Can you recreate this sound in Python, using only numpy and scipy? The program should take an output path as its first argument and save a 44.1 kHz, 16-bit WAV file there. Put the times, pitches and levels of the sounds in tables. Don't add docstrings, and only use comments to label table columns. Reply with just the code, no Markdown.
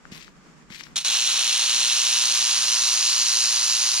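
import sys
import numpy as np
from scipy import signal
from scipy.fft import rfft, irfft
from scipy.io import wavfile

SR = 44100
rng = np.random.default_rng(int(sys.argv[2]) if len(sys.argv) > 2 else 0)


def digitize_waveform(pressure):
    field = np.atleast_2d(pressure).T
    bounded = np.clip(field, -1, 1)
    quanta = np.round(bounded * 32767).astype(np.int16)
    wavfile.write(sys.argv[1], SR, quanta)


N = 176400

# place (0 to 1), relative_db
CLACK_CLUSTERS = [(.0, -6.5), (.23, -1.5), (.5, -7), (.72, 1)]


def rattle():
    # time_s, level_db
    shake_levels = [(.9572, -38), (.9595, -24), (.97, -18), (.973, -28), (.978, -22), (.989, -22),
                    (.996, -32), (1.021, -32), (1.024, -37), (1.04, -40), (1.048, -21.5), (1.1, -21),
                    (1.4, -21.5), (1.9, -20.5), (2.9, -20.5), (3.85, -21), (4, -22)]
    # time_s, shakes_per_s
    shake_speeds = [(1.0, 56), (1.2, 57.9), (1.5, 59.7), (1.8, 59.1), (2.4, 58.6), (3.0, 58.1), (3.6, 57.9),
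                    (4.0, 57.3)]
    # pitch_hz, early_db, late_db
    rattle_tone = [(300, -32.5, -29.5), (516, -20.5, -26), (753, -17, -19), (1000, -11, -9),
                   (1290, -10, -11), (2070, -10, -10.5), (2260, -6, -11), (2760, 1.5, -2), (3550, 2, -7),
                   (4000, 4.5, 3), (4490, 2, 2.5), (4907, -12, 4), (5280, -1, 0.5), (5670, 0.5, 3),
                   (6300, -1, 3), (7330, -0.3, 0.2), (7900, -6, -5.5), (8130, -3.5, -4),
                   (10900, -14, -11.5), (12500, -23, -18), (14100, -20.5, -26), (15500, -20, -28)]
    # time_s, late_share (0 to 1)
    tone_change = [(1.4, 0.18), (2.3, 0.58), (3.2, 0.91)]
    # pitch_hz, relative_db
    diffuse_tone = [(200, 3), (1000, -4), (4000, 0), (7200, -2), (7700, -18), (8200, -18), (8600, 0),
                    (12000, -1), (15000, 2.5)]
    # multiple of the shake rate, relative_db
    swing_tones = [(3, -70), (5, -67), (9, -64.5), (12, -64), (14, -64)]
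    cluster_width, loose_share = .064, .56
    (level_db,), (speed,), (late_share,) = map(over_time, (shake_levels, shake_speeds, tone_change))
    shakes = np.cumsum(speed) / SR
    bunching = sum(amp(db) * np.exp(-.5 * (((shakes - place + .5) % 1 - .5) / cluster_width) ** 2)
                   for place, db in CLACK_CLUSTERS)
    clacks_per_s = 6000 * (loose_share + (1 - loose_share) * bunching / bunching.mean())
    clacks = contacts(clacks_per_s, spread_db=-.5, fade_s=.006, tick_db=5.5, versions=3)
    clacks[0] = unit_level(clacks[0] + amp(-5) * knocks(shakes))
    strength = amp(level_db) * (np.arange(N) > shake_levels[0][0] * SR)
    clacks = clacks * strength * amp(.19 * drift(24))
    early = colour(clacks, rattle_tone, column=1)
    late = colour(clacks, rattle_tone, column=2)
    direct, *diffuse = (1 - late_share) * early + late_share * late
    diffuse = amp(-6.5) * colour(np.array(diffuse), diffuse_tone)
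    hum = sum(amp(db + 5.5) * np.sin(2 * np.pi * (k * shakes + rng.random())) for k, db in swing_tones)
    return microphone_ports(direct) + diffuse + hum * strength / strength.max()


def knocks(shakes):
    # pitch_hz, fade_s (time to fall 60 dB)
    segment_notes = [(2850, 0.0028), (3500, 0.0025), (4150, 0.0053), (5700, 0.0017), (6400, 0.0036),
                     (7000, 0.0033), (8800, 0.0047)]
    jitter_s, stagger_s, spread_db, ring_db = .0003, .0002, 1.4, -20
    places, cluster_db = np.transpose(CLACK_CLUSTERS)
    shake_count = int(shakes[-1])
    turns = (np.arange(shake_count)[:, None] + places).ravel()
    chance = rng.standard_normal((len(turns), 3 + 2 * len(segment_notes)))
    on_time = np.interp(turns, shakes, np.arange(N))
    starts = np.clip(on_time + jitter_s * SR * chance[:, 0], 0, N - 1).astype(int)
    sizes = amp(np.tile(cluster_db, shake_count) + spread_db * np.clip(chance[:, 1], -2, 2))
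    sound = np.zeros(N)
    sound[starts] = sizes * np.sign(chance[:, 2])
    for k, (pitch_hz, fade_s) in enumerate(segment_notes):
        clicks = np.zeros(N)
        stagger = (stagger_s * SR * chance[:, -1 - k]).astype(int)
        clicks[np.clip(starts + stagger, 0, N - 1)] = sizes * amp(ring_db) * np.tanh(chance[:, 3 + k])
        sound += ring(clicks, pitch_hz, fade_s)
    return unit_level(sound)


def footsteps():
    left_db, right_db, right_delay_s = 1.5, -14, .00022
    t = np.arange(N) / SR
    cracking = snaps(t)
    crunch, right_crunch = grit_crunch(t)
    left = crunch + cracking + pebble_skid(t)
    right = np.interp(t - right_delay_s, t, left) + 1.6 * right_crunch
    return heel_thuds() + np.array([left * amp(left_db), right * amp(right_db)])


def grit_crunch(t):
    # time_s, level_db, treble_db (relative to level_db)
    step_levels = [
        [(0.112, -71, -15), (0.118, -40, -19), (0.176, -43.5, -11), (0.19, -47.5, -13), (0.212, -42.5, -21),
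         (0.272, -52.5, -16), (0.28, -54, -22), (0.29, -58, -17), (0.33, -74, -7)],
        [(0.698, -67, -12), (0.702, -44.5, -19), (0.752, -38, -18), (0.788, -45.5, -11), (0.803, -39.5, -23),
         (0.828, -45, -17), (0.85, -47, -17), (0.93, -68, -10)],
    ]
    # pitch_hz, relative_db
    grit_tone = [(470, -64), (800, -38), (989, -18), (1390, -11), (2000, 0), (4240, -4), (8000, -9.5),
                 (10400, -49), (17600, -120)]
    split_hz = 8000
    body_gain, treble_gain = np.zeros((2, N))
    for step in step_levels:
        level_db, treble_db = over_time(step)
        foot_down = (t > step[0][0]) & (t < step[-1][0])
        body_gain += foot_down * amp(level_db)
        treble_gain += foot_down * amp(level_db + treble_db)
    grit = contacts(per_s=2900 * amp(2 * drift(40)), spread_db=2.5, fade_s=.0073, tick_db=2.6, versions=2)
    body = let_through(colour(grit, grit_tone), "low", split_hz, order=3)
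    softened = signal.lfilter([1, 1], [1], grit)
    treble = let_through(softened, "high", split_hz, order=3)
    return body_gain * body + treble_gain * unit_level(treble)


def snaps(t):
    # start_s, peak_db, pitch_hz, fade_s, top_hz
    snap_list = [(0.0533, -28, 1530, 0.0062, 2620), (.1185, -30, 4200, .002, 9000),
                 (.1305, -38, 3000, .002, 6000), (.1782, -27, 4500, .0015, 14000),
                 (.2155, -31, 4700, .005, 7000), (0.2798, -32, 1580, 0.0059, 4500),
                 (.7036, -31, 2090, 0.0046, 9000), (.7246, -25, 3200, .002, 7500),
                 (.7472, -26, 3470, .002, 6500), (0.75, -36, 3300, .003, 6000),
                 (.779, -29, 4000, .003, 6000), (.8088, -20, 2500, .0015, 12000),
                 (.868, -32.5, 1700, 0.0071, 3500)]
    crumble_s = .00008
    sound = np.zeros(N)
    for start_s, peak_db, pitch_hz, fade_s, top_hz in snap_list:
        cracks = (t >= start_s) * np.exp(-np.maximum(t - start_s, 0) / crumble_s) * rng.standard_normal(N)
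        dull_cracks = let_through(cracks, "low", 1.5 * pitch_hz, order=1)
        snap = ring(cracks, pitch_hz, fade_s) + 4 * dull_cracks
        snap = let_through(snap, "band", [pitch_hz / 2, top_hz], order=3)
        sound += amp(peak_db) * snap / abs(snap).max()
    return sound


def pebble_skid(t):
    peak_s, swell_s, pitch_hz, fade_s = .8385, .003, 5700, .0015
    scratch = ring(ring(rng.standard_normal(N), pitch_hz, fade_s), pitch_hz, fade_s)
    swell = np.exp(-.5 * ((t - peak_s) / swell_s) ** 2)
    return amp(-37) * swell * unit_level(scratch)


def heel_thuds():
    # start_s, level_db
    landings = [(0.121, -26.5), (0.705, -30)]
    hits = np.zeros(N)
    for start_s, level_db in landings:
        hits[int(start_s * SR)] = amp(level_db)
    return let_through(ring(hits, pitch_hz=195, fade_s=.026), "high", 120, order=2)


def background():
    # time_s, air_db (rumble and insects), wind_db
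    heard_levels = [(0, -51, -62), (.15, -49, -54), (.4, -52, -58.5), (.7, -52, -57), (.93, -50, -56),
                    (1.0, -56.5, -71), (2.5, -58, -73), (4, -58, -67)]
    air_db, wind_db = over_time(heard_levels)
    air = distant_rumble() + insects()
    gusts = amp(wind_db) * wind()
    return amp(air_db + 1.6 * drift(9.1)) * air + gusts


def distant_rumble():
    # pitch_hz, relative_db
    rumble_tone = [(60, -32), (105, -26), (150, 0), (215, -4.5), (380, -13), (700, -20.5), (1150, -15),
                   (2200, -21), (3900, -29.5), (5500, -27), (7600, -29), (9000, -38.5), (13000, -49),
                   (15500, -59)]
    # pitch_hz, likeness (1 the same, -1 opposite)
    side_likeness = [(60, -0.22), (240, 0.61), (950, 0.29), (3770, 0.011), (15000, -0.32)]
    shared, opposed = rfft(colour(rng.standard_normal((2, N)), rumble_tone))
    alike = over_pitch(side_likeness, np.fft.rfftfreq(N, 1 / SR))
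    spectrum = np.sqrt(1 + alike) * shared + np.sqrt(1 - alike) * opposed * [[1], [-1]]
    return irfft(spectrum, N) / np.sqrt(2)


def insects():
    relative_db, throb_db = -24, 4
    hiss = ring(rng.standard_normal((2, N)), pitch_hz=7150, fade_s=.012)
    return unit_level(hiss) * amp(relative_db + throb_db * drift(25))


def wind():
    gust_db, opposed_share = 4, .29
    rumble = let_through(rng.standard_normal((2, N)), "band", [15, 62], order=2)
    gusts = amp([gust_db * drift(5), gust_db * drift(4.3)])
    return unit_level((rumble - opposed_share * rumble[::-1]) * gusts)


def microphone_ports(sound):
    # pitch_hz, lead_radians
    left_lead = [(0, -.3), (1500, -.5), (2100, -.33), (2700, -.75), (3900, -1), (4500, -1.55),
                 (5200, -1.65), (5800, -1.2), (6900, -1.75), (7600, -3.14), (8200, -3.14), (8600, -2.2),
                 (9300, -1.9), (10000, -2), (10500, -2.95), (16000, -3.14)]
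    # pitch_hz, level_db
    left_louder = [(200, -2), (700, -2), (1500, -2), (2500, -0.1), (3500, 0.5), (4500, 0), (5600, -6.5),
                   (7000, 3.5), (7600, 0), (8200, 0), (8600, -10), (10500, 0), (13000, -3), (15000, -3.5)]
    size, centre = 512, 256
    hz = np.fft.rfftfreq(size, 1 / SR)
    lead = np.interp(hz, *np.transpose(left_lead))
    half = np.log(amp(over_pitch(left_louder, hz) / 2)) + .5j * lead
    taps = np.roll(irfft(np.exp([half, -half])), centre, axis=1) * np.hanning(size + 1)[:-1]
    return signal.fftconvolve(sound[None], taps, axes=1)[:, centre:centre + N]


def contacts(per_s, spread_db, fade_s, tick_db, versions):
    hits = rng.random(N) < per_s / SR
    sizes = hits * amp(spread_db * np.minimum(rng.exponential(1, N), 4))
    energy = signal.lfilter([1], [1, -amp(-120 / (fade_s * SR))], sizes ** 2 + 1e-18)
    puffs = np.sqrt(energy) * rng.standard_normal((versions, N))
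    ticks = amp(tick_db) * sizes * rng.choice([-1, 1], (versions, N))
    return unit_level(puffs + ticks)


def ring(clicks, pitch_hz, fade_s):
    decay, angle = amp(-60 / (fade_s * SR)), 2 * np.pi * pitch_hz / SR
    return signal.lfilter([0, np.sin(angle)], [1, -2 * decay * np.cos(angle), decay ** 2], clicks + 1e-18)


def colour(sound, rows, column=1):
    size = 4096
    hz = np.fft.rfftfreq(size, 1 / SR)
    bass_cut = 2 * np.log(np.clip((hz + 1) / rows[0][0], 0, 1))
    cepstrum = irfft(np.log(amp(over_pitch(rows, hz, column))) + bass_cut)
    cepstrum[1:size // 2] *= 2
    cepstrum[size // 2 + 1:] = 0
    taps = unit_level(irfft(np.exp(rfft(cepstrum)))) / np.sqrt(size)
    return signal.fftconvolve(sound, taps[None], axes=-1)[:, :N]


def let_through(sound, kind, edge_hz, order):
    return signal.sosfilt(signal.butter(order, edge_hz, kind, fs=SR, output="sos"), sound)


def drift(rate_hz):
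    decay = np.exp(-2 * np.pi * rate_hz / SR)
    slow = signal.lfilter([1], [1, -2 * decay, decay ** 2], rng.standard_normal(N + SR))[SR:]
    return unit_level(slow - slow.mean())


def over_time(rows):
    time_s, *columns = np.transpose(rows)
    return [np.interp(np.arange(N) / SR, time_s, column) for column in columns]


def over_pitch(rows, hz, column=1):
    rows = np.array(rows, float)
    return np.interp(np.log(hz + 1), np.log(rows[:, 0] + 1), rows[:, column])


def amp(db):
    return 10 ** (np.asarray(db) / 20)


def unit_level(sound):
    return sound / np.sqrt(np.mean(sound ** 2) + 1e-20)


def scene():
    return rattle() + footsteps() + background()


def record(dry):
    ceiling, cutoff_hz = .8, 15725
    rounded = ceiling * np.tanh(dry / ceiling)
    return signal.sosfilt(signal.ellip(14, .5, 90, cutoff_hz, fs=SR, output="sos"), rounded)


dry = scene()
out = record(dry)
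digitize_waveform(out)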